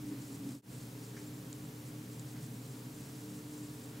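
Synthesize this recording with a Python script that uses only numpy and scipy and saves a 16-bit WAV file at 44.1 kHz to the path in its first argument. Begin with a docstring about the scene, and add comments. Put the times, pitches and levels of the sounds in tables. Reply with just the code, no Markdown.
"""A quiet room: mains hum, a fan-like rumble and microphone hiss run all the way through.
At first a low drone swells and sinks, and a soft make-up brush starts sweeping over a cheek,
with a rustle of hand and sleeve now and then. Near 0.6 s everything fades out and comes back
without the drone. The brushing goes on, with a soft knock near 1.2 s and two faint ticks
of the handle in the fingers near 1.5 s and 2.2 s."""
import sys
import numpy as np
from scipy import signal
from scipy.fft import rfft, irfft
from scipy.io import wavfile
from scipy.ndimage import uniform_filter1d

SR = 44100
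rng = np.random.default_rng(int(sys.argv[2]) if len(sys.argv) > 2 else 0)


def generate_wav(signal):
    """Clip the signal to [-1, 1] and save it as 16-bit WAV at the path in sys.argv[1]."""
    frames = np.transpose(np.atleast_2d(signal))
    scaled = np.clip(frames, -1, 1) * 32767
    pcm = np.round(scaled).astype(np.int16)
    wavfile.write(sys.argv[1], SR, pcm)


N = 176400  # 4 seconds


def undb(db):
    """Turn decibels (dB) into a number to multiply by."""
    return 10 ** (np.asarray(db) / 20)


def unit(x):
    """Scale a signal so that its average strength (rms) is 1."""
    return x / np.sqrt(np.mean(x ** 2))


def noise(colour):
    """Noise whose strength from low to high follows rows of (Hz, dB per Hz)."""
    hz, db = np.array(colour, float).T
    freqs = np.maximum(np.fft.rfftfreq(N, 1 / SR), 1)
    gain = undb(np.interp(np.log(freqs), np.log(hz), db))
    return irfft(rfft(rng.standard_normal(N)) * gain, N) * np.sqrt(SR / 2)


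def resonance(hz, width):
    """Noise that rings around one pitch; the smaller the width, the clearer the pitch."""
    distance = (np.fft.rfftfreq(N, 1 / SR) - hz) / (width / 2)
    return unit(irfft(rfft(rng.standard_normal(N)) / (1 + distance ** 2), N))


def wander(rate):
    """A random curve that glides to a new value `rate` times a second."""
    hold = max(int(SR / rate), 2)
    steps = np.repeat(rng.standard_normal(N // hold + 1), hold)
    return unit(uniform_filter1d(steps, hold)[:N])


def swells(t, moves):
    """A loudness curve with one smooth rise and fall for each movement."""
    return sum(undb(db) * np.cos(np.pi * np.clip((t - middle) / length, -.5, .5))
               for middle, length, db in moves)


def taps(t, hits, attack_s):
    """A loudness curve that jumps up at each light contact and quickly dies away."""
    return sum(undb(db) * np.clip((t - start) / attack_s, 0, 1) * np.exp(-np.maximum(t - start, 0) / decay)
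               for start, db, decay in hits)


# The tones of the hum and its faint whine. Each row: pitch in Hz, level in dB.
HUM_TONES = [(120, -53), (299.5, -60), (447, -69), (952, -80), (1131, -81), (8392, -85), (8631, -85)]

def hum(t, waver_db=1.7):
    """Mains power and a motor give steady tones, each wavering a little in loudness."""
    tones = np.zeros(N)
    for hz, db in HUM_TONES:
        level = undb(db + waver_db * wander(rate=2.85))
        tones += level * np.sqrt(2) * np.sin(2 * np.pi * (hz * t + rng.random()))
    return tones


# The pitches at which the room rings. Each row: pitch in Hz, width in Hz, level in dB.
ROOM_RESONANCES = [(48.7, 11, -74), (87.7, 11, -69.5), (135.6, 9.6, -54.5), (157.5, 8.5, -58),
                   (191.2, 12, -60), (240, 29, -57.5), (266, 20, -59.5), (299.2, 14, -54.5),
                   (372.5, 18, -72), (402.1, 14, -66.5), (435.5, 26, -65), (520, 26, -71), (566.6, 20, -76),
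                   (635, 12, -80.5)]
# The deep, fan-like rumble. Each row: frequency in Hz, level in dB per Hz.
RUMBLE_COLOUR = [(15, -102), (30, -97), (75, -95), (125, -78), (210, -81.5), (315, -81), (350, -90),
                 (460, -88.5), (620, -97.5), (1200, -104), (3000, -118)]
# The soft rush of air from all around. Each row: frequency in Hz, level in dB per Hz.
AIR_COLOUR = [(20, -110), (150, -108), (195, -97), (280, -91.5), (800, -91.5), (1300, -95), (2500, -99),
              (6000, -106.5), (7500, -108), (9000, -120), (16000, -130)]

def room():
    """A rumble makes the room ring, alike in both ears; each ear gets its own air noise."""
    ringing = sum(undb(db) * resonance(hz, width) for hz, width, db in ROOM_RESONANCES)
    return ringing + noise(RUMBLE_COLOUR) + np.array([noise(AIR_COLOUR), noise(AIR_COLOUR)])


# The microphone's own hiss. Each row: frequency in Hz, level in dB per Hz.
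HISS_COLOUR = [(500, -104), (2500, -102), (4500, -100), (7000, -99.5), (9000, -100), (11500, -101.3),
               (16000, -101.8)]

def hiss(whistle_hz=7410, width_hz=330, whistle_db=-72.5, flicker_db=5.5):
    """The microphone hisses evenly, with a faint, high whistle that flickers."""
    flicker = unit(undb(flicker_db * wander(rate=80)))
    centre, left, right = (resonance(whistle_hz, width_hz) for _ in range(3))
    whistle = centre + 0.27 * np.array([left, right])  # spread a little to the sides
    return noise(HISS_COLOUR) + undb(whistle_db) * flicker * whistle


# The rough noise in the drone. Each row: pitch in Hz, width in Hz, level in dB relative to the tone.
DRONE_ROUGHNESS = [(298, 24, -5), (251, 18, -7.5), (199, 24, -9.5), (401.4, 16, -13)]
# How loud the drone's tone is as time passes. Each row: time in seconds, level in dB.
DRONE_LOUDNESS = [(0, -59.5), (.13, -43.5), (.22, -60), (.30, -47.5), (.39, -53), (.46, -44), (.57, -47)]
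DIP_S = 0.6177  # the drone stops here, at the bottom of a brief dip in the whole sound

def drone(t, pitch_hz=278.4):
    """A low tone wrapped in rough noise swells three times, then stops."""
    tone = np.sqrt(2) * np.sin(2 * np.pi * (pitch_hz * t + rng.random()))
    rough = sum(undb(db) * resonance(hz, width) for hz, width, db in DRONE_ROUGHNESS)
    times, levels_db = np.array(DRONE_LOUDNESS).T
    return undb(np.interp(t, times, levels_db)) * (t < DIP_S) * (tone + rough)


# The strokes of the brush. Each row: middle in seconds, length in seconds, peak level in dB.
BRUSH_STROKES = [(0.095, .11, -61.5), (0.253, 0.18, -59.5), (0.35, 0.086, -60), (0.53, 0.22, -59),
                 (0.787, .22, -61.5), (1.037, .16, -61.5), (1.21, .14, -61.5), (1.546, 0.093, -70),
                 (1.875, 0.049, -61), (2.13, 0.048, -60), (2.305, .1, -64), (2.438, .09, -59.5),
                 (2.555, .06, -63), (2.708, 0.27, -62.5), (3.01, 0.21, -60), (3.20, 0.26, -62.5),
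                 (3.35, .15, -60.5), (3.58, 0.29, -61.5), (3.80, 0.29, -63)]
# The bright swish of bristles on skin. Each row: frequency in Hz, relative level in dB.
BRISTLE_COLOUR = [(500, -22), (2500, -18), (4500, -3), (6300, -2), (7500, 2.5), (9000, -2), (11500, -9),
                  (16000, -24)]

def brush(t, grain_db=2.5):
    """Each stroke swells and fades; bristles catching on the skin make it grainy."""
    grain = undb(grain_db * wander(rate=300))
    return swells(t, BRUSH_STROKES) * unit(noise(BRISTLE_COLOUR) * grain)


# The movements of the hand. Each row: middle in seconds, length in seconds, peak level in dB.
HAND_MOVES = [(0.137, .16, -63.5), (2.37, .07, -61), (3.08, .06, -62.5), (3.97, .14, -64)]
# The duller sound of hand and sleeve. Each row: frequency in Hz, relative level in dB.
SLEEVE_COLOUR = [(300, -10), (900, -4.5), (1500, 0.5), (2200, -4.5), (3500, -8), (8000, -26)]

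def rustle(t):
    """The hand and sleeve rustle faintly as they move."""
    return swells(t, HAND_MOVES) * unit(noise(SLEEVE_COLOUR))


# The soft knock. Each row: start in seconds, level in dB, time to die down in seconds.
SOFT_KNOCKS = [(1.165, -51.5, 0.025)]
# The knock's mid-pitched sound. Each row: frequency in Hz, relative level in dB.
SOFT_KNOCK_COLOUR = [(300, -20), (1100, -10), (1550, 3.5), (2300, 1.5), (3200, -16), (6000, -5),
                     (9000, -24), (16000, -34)]

def knock(t):
    """Handling the brush gives one soft bump, a short burst of noise."""
    return taps(t, SOFT_KNOCKS, attack_s=0.0024) * unit(noise(SOFT_KNOCK_COLOUR))


# The handle's ticks. Each row: start in seconds, level in dB, time to die down in seconds.
HANDLE_TICKS = [(1.528, -39, 0.0018), (2.1950, -43.5, .0028)]
# The thin, high sound of a tick. Each row: frequency in Hz, relative level in dB.
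HANDLE_COLOUR = [(500, -27), (2500, -19), (4300, -3), (5500, -18), (7200, 7), (8500, -10), (11000, -16),
                 (16000, -30)]

def ticks(t):
    """The handle ticks in the fingers: tiny, sharp bursts that die away at once."""
    return taps(t, HANDLE_TICKS, attack_s=0.00033) * unit(noise(HANDLE_COLOUR))


def scene():
    """Add all the sounds in stereo, with the brush in the middle."""
    t = np.arange(N) / SR
    return hum(t) + room() + hiss() + drone(t) + brush(t) + rustle(t) + knock(t) + ticks(t)


def record(dry):
    """Fade everything out and back in around DIP_S, and cut off the very highest treble."""
    fade_s, floor_db, top_hz = 0.1, -45, 15750
    t = np.arange(N) / SR
    dip = np.clip(np.abs(t - DIP_S) / fade_s, undb(floor_db), 1)
    treble_cut = signal.ellip(12, .1, 70, top_hz, fs=SR, output="sos")
    return signal.sosfilt(treble_cut, dry * dip)


dry = scene()
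out = record(dry)
generate_wav(out)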